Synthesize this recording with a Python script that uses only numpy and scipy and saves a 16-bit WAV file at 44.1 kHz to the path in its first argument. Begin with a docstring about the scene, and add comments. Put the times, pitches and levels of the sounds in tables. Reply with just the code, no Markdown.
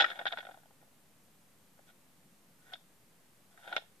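"""A quick rattle of plastic knocks dies away: a loose magnet inside a shake flashlight, held close.
The tube is then tipped down and up again, and the magnet slides along the wall and clacks
against the end stop. Each knock sets the tube ringing briefly; sliding feeds the same ringing
tones with many tiny catches. Behind it all is a quiet room with a short echo."""
import sys
import numpy as np
from scipy import signal
from scipy.fft import rfft, irfft
from scipy.io import wavfile
from scipy.ndimage import uniform_filter1d

SR = 44100
rng = np.random.default_rng(int(sys.argv[2]) if len(sys.argv) > 2 else 0)


def to_wav(sig):
    """Store sig (one row per channel, or 1-D mono) as 16-bit WAV at the path in sys.argv[1].

    Samples outside -1..1 are clipped; the rate is SR.
    """
    pcm = np.clip(np.atleast_2d(sig), -1, 1) * 32767
    pcm = np.round(pcm).astype(np.int16)
    wavfile.write(sys.argv[1], SR, pcm.T)  # frames by channels


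N = 4 * SR
TIME_S = np.arange(N) / SR
SPECTRUM_HZ = np.arange(N // 2 + 1) * SR / N


def from_db(db):
    """Turn decibels into a number to multiply a sound by."""
    return 10 ** (np.asarray(db) / 20)


def unit_level(x):
    """Scale a sound so that its average power is 1."""
    return x / np.sqrt(np.mean(x ** 2) + 1e-20)


def at_hz(points, hz):
    """Read between the rows of a (pitch_hz, value) table, with octaves evenly spaced."""
    pitches, values = np.transpose(points)
    return np.interp(np.log(np.maximum(hz, 1)), np.log(pitches), values)


def band(x, low_hz, high_hz):
    """Soften everything below one pitch and above another."""
    return signal.sosfilt(signal.butter(2, [low_hz, high_hz], "band", fs=SR, output="sos"), x)


def clicks(start_s, gains):
    """Put a single click at each start time."""
    train = np.full(N, 1e-18, gains.dtype)
    np.add.at(train, np.clip(start_s * SR, 0, N - 1).astype(int), gains)
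    return train


def bursts(start_s, level_db, decay_s):
    """A loudness curve that jumps up at each start time and dies away."""
    return signal.lfilter([1], [1, -np.exp(-1 / (decay_s * SR))], clicks(start_s, from_db(level_db)))


def ring(force, hz, ring_s, left_db, lead_rad, build_hz=600):
    """One tone of the tube: it builds quickly when pushed, then fades by 60 dB in ring_s."""
    turn = np.exp(2j * np.pi * hz / SR)
    build = np.exp(-np.pi * build_hz / SR)
    fade = from_db(-60 / (ring_s * SR))
    tone = signal.lfilter([1 - build], np.poly([fade * turn, build * turn]), force)
    sides = np.array([[.5], [-.5]])  # left and right each get their own level and timing
    return np.imag(tone * from_db(left_db * sides) * np.exp(1j * lead_rad * sides))


# The tones the tube rings with: pitch_hz, level_db, ring_s, left_over_right_db, left_lead_rad
TUBE_TONES = [(332, -17, 0.029, -3.5, 0.2), (560, -8, 0.021, 4.5, -1.6), (690, -2.5, 0.023, -1.5, 0.1),
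              (782.7, -1.5, 0.03, 3.5, .3), (876, -13, .018, 0, .3), (1435, -7, 0.037, 11.5, 1.38),
              (1485, -3.5, 0.033, -1.5, 0.63), (1687, -8.5, 0.026, 5, 3.5), (1853, -4.5, 0.034, -1, 2.1),
              (2200, -10.5, .02, -12, 2.2), (2463, -14, 0.032, 4.5, 0.3), (2756, -16, 0.044, -2, 1),
              (2860, -14.5, .018, 3, -.3), (3100, -6.5, 0.014, 0, -0.1), (3240, -9.5, 0.021, 2, 1.8),
              (3350, -6, 0.036, -4, 0.2), (3502, -6, 0.026, -3.5, -.3), (3656, -5, .026, 3, -0.2),
              (3950, -10.5, .02, -7, 2), (4322, -11.5, 0.008, 6, -.6), (4850, -20.5, 0.015, -6, 0),
              (5250, -17, 0.012, 7, 6), (6600, -17, .015, 0, 3)]
# What counts as low, middle and high in the tube's ring: pitch_hz
LOW_MID_HIGH_HZ = [740, 1550, 3500]
# How differently a hit reaches left and right: pitch_hz, share
SIDE_DIFFERENCE = [(700, .12), (1500, .3), (2400, 0.53), (3400, .45)]
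# Each time the magnet hits the tube, and how hard: start_s, low_db, middle_db, high_db
KNOCKS = [(0.0, -34, -18.5, -21.5), (0.0056, -36.5, -22.0, -17), (0.0101, -46, -19.5, -23.5),
          (0.0201, -31, -29, -21), (0.0256, -32, -24, -29.0), (0.0316, -49, -45, -34),
          (0.0426, -40, -13.5, -30), (0.0456, -33, -28, -30), (0.0621, -46, -31.5, -43.0),
          (0.0846, -60, -36, -46), (0.1016, -47, -37, -33), (0.1146, -64, -31.5, -45),
          (0.1566, -46, -46, -49), (0.1756, -50.0, -51, -57.0), (0.1901, -34, -31, -40),
          (0.1956, -42.5, -39, -50), (0.2016, -34, -47, -79.5), (0.2126, -39, -34, -53.0),
          (0.2206, -45, -44, -64), (0.2544, -32, -26, -34), (0.2641, -34, -23, -46),
          (0.2676, -31, -34, -29.5), (0.2726, -50, -38, -36), (0.2781, -70, -31.5, -31),
          (0.3076, -54, -43, -65), (0.3186, -46, -44, -45), (0.3234, -36, -33, -33.5),
          (0.3321, -35, -34.5, -50), (0.3376, -40, -47, -55), (0.3724, -37, -34.5, -44),
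          (0.3776, -39, -37, -46), (0.3856, -36, -40, -35.5), (0.3936, -48, -53, -51),
          (0.4046, -69, -39.5, -46), (0.4286, -48.5, -43, -72), (0.4366, -58.0, -54.0, -60),
          (0.4506, -46.5, -45.5, -49), (0.4676, -39, -44.5, -54.0), (0.4886, -43.5, -50.0, -63.0),
          (0.4926, -38.5, -56, -72.0), (0.5106, -48.5, -52, -60.0), (0.5141, -50, -52, -63),
          (0.5426, -45.5, -55.5, -64), (0.5736, -50, -65, -77.0), (0.5856, -58.5, -59, -77.0),
          (0.6326, -58.5, -59, -77.0), (0.6566, -56, -63, -71), (0.7076, -56, -66.5, -77.0),
          (0.8136, -65.5, -54.5, -76.0), (0.8266, -57.5, -68, -76), (0.8736, -61, -73, -78.0),
          (0.9236, -60.5, -84, -79), (1.7786, -66, -65, -76), (1.7906, -51.5, -57, -81.5),
          (2.7353, -41.5, -48, -35), (2.7546, -59, -48, -54), (3.5426, -60, -74.0, -83),
          (3.5756, -70.0, -45.5, -79), (3.6766, -41, -42.5, -49), (3.7196, -36, -53, -54),
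          (3.7261, -46, -31.5, -38.5), (3.7326, -38, -48, -49), (3.7644, -30.5, -22.5, -26),
          (3.7706, -58, -48, -50), (3.7786, -32.5, -45, -35.5), (3.8216, -54.5, -70.0, -64.0),
          (3.8376, -57, -66.0, -67)]


def knocks(bounces=3, bounce_s=.007, scatter_db=2):
    """Each knock is one touch and a few tiny bounces that set the tube ringing."""
    rows = np.array(KNOCKS)
    start_s, strengths_db, count = rows[:, 0], rows[:, 1:], len(rows)
    lateness = np.c_[np.zeros(count), rng.uniform(.2, 1, (count, bounces))]
    touch_s = start_s[:, None] + bounce_s * lateness
    touch_gain = from_db((lateness > 0) * (-8.5 - 3 * lateness))  # later bounces are softer
    # Gentle knocks sound duller: below -44.5 dB the lowest tones get a lift, above it a cut.
    colours = [[(541, db[0] + .3 * (-44.5 - db[0])), *zip(LOW_MID_HIGH_HZ, db)] for db in strengths_db]
    out = np.zeros((2, N))
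    for hz, tone_db, ring_s, left_db, lead_rad in TUBE_TONES:
        knock_db = np.array([at_hz(colour, hz) for colour in colours])
        phase, side_phase = np.exp(2j * np.pi * rng.random((count, 2))).T
        gain = from_db(knock_db + tone_db + scatter_db * rng.uniform(-1, 1, count)) * phase
        apart = at_hz(SIDE_DIFFERENCE, hz) * side_phase
        force = [clicks(touch_s, (gain * (1 + side * apart))[:, None] * touch_gain) for side in (1, -1)]
        out += ring(np.array(force), hz, ring_s, left_db, lead_rad)
    return out


def crunch():
    """Every knock also has a little dead crunch: a burst of noise that does not ring."""
    start_s, _, middle_db, high_db = np.transpose(KNOCKS)
    loudness = bursts(start_s, (middle_db + high_db) / 2 - 18, decay_s=.003)
    edges_hz = (1400, 3480)
    noise = band(band(rng.standard_normal(N), *edges_hz), *edges_hz)
    return loudness * unit_level(noise)


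# How hard the magnet rubs along the wall, one list per slide: time_s, level_db
SLIDES = [
    [(0, -27.5), (.03, -36.5), (.06, -45.5), (.12, -46.5), (.135, -53), (.22, -52), (.245, -62),
     (.4, -58.5), (.52, -66.5), (.62, -78)],
    [(1.865, -76), (1.878, -63.5), (1.9, -64), (1.915, -78)],
    [(2.58, -78), (2.66, -68.5), (2.7, -57.5), (2.715, -64), (2.733, -48)],
    [(3.51, -70), (3.565, -74.5), (3.58, -63.5), (3.62, -58), (3.685, -50.5), (3.715, -48.5), (3.735, -46),
     (3.75, -51), (3.764, -45)],
]


def slide_strengths():
    """The rubbing swells and fades: one curve per slide, zero outside it."""
    curves = map(np.transpose, SLIDES)
    return np.array([np.interp(TIME_S, s, from_db(db), left=0, right=0) for s, db in curves])


# How dull or bright each slide is: low_db, middle_db, high_db
SLIDE_COLOURS = [(-1.5, 0, -5), (-6, 0, -2.5), (-7, 1, -8.5), (-1.5, -0.35, -6.5)]


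def slides(catches_per_s=2000, spread_db=3, boost_db=2):
    """The sliding magnet catches on the wall over and over, and each tiny catch rings the tube."""
    strengths = slide_strengths()
    caught = rng.random(N) < catches_per_s / SR
    catches = unit_level(caught * from_db(spread_db * np.minimum(rng.exponential(1, N), 4)))
    out, power = np.zeros((2, N)), 0
    for hz, tone_db, ring_s, left_db, lead_rad in TUBE_TONES:
        colour_db = np.array([at_hz(list(zip(LOW_MID_HIGH_HZ, row)), hz) for row in SLIDE_COLOURS])
        force = (from_db(tone_db + colour_db) @ strengths) * catches * rng.standard_normal(N)
        out += ring(force + 1e-18, hz, ring_s, left_db, lead_rad)
        power += from_db(tone_db) ** 2 * ring_s * SR / (4 * np.log(1000))  # long rings add up to more
    return from_db(boost_db) * out / np.sqrt(power)


def soften_contact(x, low_hz=330, high_hz=5620):
    """The small tube gives off little bass, and a touch takes time, which dulls the treble."""
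    x = signal.sosfilt(signal.butter(3, low_hz, "high", fs=SR, output="sos"), x)
    return signal.sosfilt(signal.butter(4, high_hz, fs=SR, output="sos"), x)


def rub_hiss():
    """The surfaces give a faint dry hiss as they slide."""
    loudness = from_db(-52.5) * slide_strengths().sum(axis=0) ** .32  # swings less than the rubbing
    return loudness * unit_level(band(rng.standard_normal((2, N)), low_hz=4000, high_hz=13100))


# The mix of bass and treble in a snap: pitch_hz, relative_db
SNAP_COLOUR = [(150, -9.5), (330, -6.5), (520, -14), (760, -1), (1120, -12), (1500, -2), (2100, -9),
               (2850, 1.5), (3800, -3), (4500, -18), (5300, -12), (6200, -29), (8700, -27), (13000, -38.5)]
# The magnet lands squarely on an end stop: start_s, level_db
STOP_HITS = [(.006, -28), (.0105, -29), (.0205, -32), (.0432, -37), (.2553, -38), (2.736, -42),
             (3.7651, -23)]


def stop_snaps(low_hz=150):
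    """A square hit shakes the whole case for a few milliseconds: a dry snap with little deep bass."""
    spectra = rfft(rng.standard_normal((2, N))) * from_db(at_hz(SNAP_COLOUR, SPECTRUM_HZ))
    shared = irfft(spectra[0], N)
    apart = irfft(spectra[1] * at_hz(SIDE_DIFFERENCE, SPECTRUM_HZ), N)
    loudness = bursts(*np.transpose(STOP_HITS), decay_s=.0018)
    loudness = uniform_filter1d(loudness, size=30)  # rounds off the sharp start
    snaps = loudness * unit_level(np.array([shared + apart, shared - apart]))
    return signal.sosfilt(signal.butter(2, low_hz, "high", fs=SR, output="sos"), snaps)


# Echoes off the bench, a left list and a right list: delay_s, level_db
BENCH_ECHOES = [
    [(.0031, -13), (.0074, -24.5)],
    [(.0024, -36), (.0061, -24)],
]
# The sound that lingers in the room: pitch_hz, relative_db, ring_s
ROOM_TAIL = [(350, -17, .25), (750, -20, .2), (1600, -22, .23), (3400, -19, .26), (7000, -11.5, .22)]


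def room_echo(x):
    """Sound bounces off the bench twice on each side, then blurs into the room's short tail."""
    t = TIME_S[:SR // 2]
    echo = np.zeros((2, len(t)))
    fade_in = np.clip(t / .008 - .5, 0, 1)
    for hz, db, ring_s in ROOM_TAIL:
        fade = from_db(-60 * t / ring_s) * fade_in
        tail = rng.standard_normal(echo.shape) * fade / np.linalg.norm(fade)
        echo += from_db(db) * band(tail, hz / np.sqrt(2), hz * np.sqrt(2))
    for side, bounces in enumerate(BENCH_ECHOES):
        for delay_s, db in bounces:
            echo[side, int(delay_s * SR)] += from_db(db)
    return signal.fftconvolve(x, echo, axes=1)[:, :N]


# How loud the hand's murmur is: time_s, level_db
GRIP_MURMUR = [(0, -72.5), (1.0, -82), (1.6, -75.5), (2.15, -75.5), (2.27, -67), (2.36, -78.5),
               (2.6, -72.5), (3.0, -84.5), (4, -83.5)]


def grip_murmur():
    """A low murmur swells a little as the hand shifts its grip."""
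    loudness = from_db(np.interp(TIME_S, *np.transpose(GRIP_MURMUR)))
    return loudness * unit_level(band(rng.standard_normal(N), low_hz=150, high_hz=260))


# The mix of bass and treble in the room's air and the microphone's hiss: pitch_hz, relative_db
BACKGROUND_COLOUR = [(15, -31.5), (25, -19), (32, -10.5), (70, -12.5), (107, -4), (186, -1.5), (333, -9),
                     (469, -9.5), (508, -9), (627, -10.5), (1350, -15.5), (1710, -16), (5470, -22),
                     (8140, -19.5), (13800, -20)]
# How alike that background is on the left and right: pitch_hz, share
BACKGROUND_LIKENESS = [(30, .55), (120, .85), (300, .8), (800, .55), (2000, .3), (10000, .25)]
TOP_HZ = 14000


def background(level_db=-67.5):
    """A steady low rush of air, much alike on both sides, under a wider hiss."""
    shared, apart = rfft(rng.standard_normal((2, N)))
    alike = at_hz(BACKGROUND_LIKENESS, SPECTRUM_HZ)
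    colour = from_db(at_hz(BACKGROUND_COLOUR, SPECTRUM_HZ)) * (SPECTRUM_HZ > 10) * (SPECTRUM_HZ < TOP_HZ)
    shared = irfft(colour * shared, N)
    apart = irfft(colour * apart * np.sqrt((1 - alike) / (1 + alike)), N)
    return from_db(level_db) * np.array([shared + apart, shared - apart]) / shared.std()


def scene():
    """The tube's sounds, their echo and the quiet noises around them."""
    tube = soften_contact(knocks() + crunch() + slides()) + stop_snaps()
    return tube + room_echo(tube) + rub_hiss() + grip_murmur() + background()


def record(dry):
    """Cut the highest treble steeply and shift the wave a hair below zero."""
    return signal.sosfilt(signal.ellip(12, .1, 70, TOP_HZ, fs=SR, output="sos"), dry) - .0004


dry = scene()
out = record(dry)
to_wav(out)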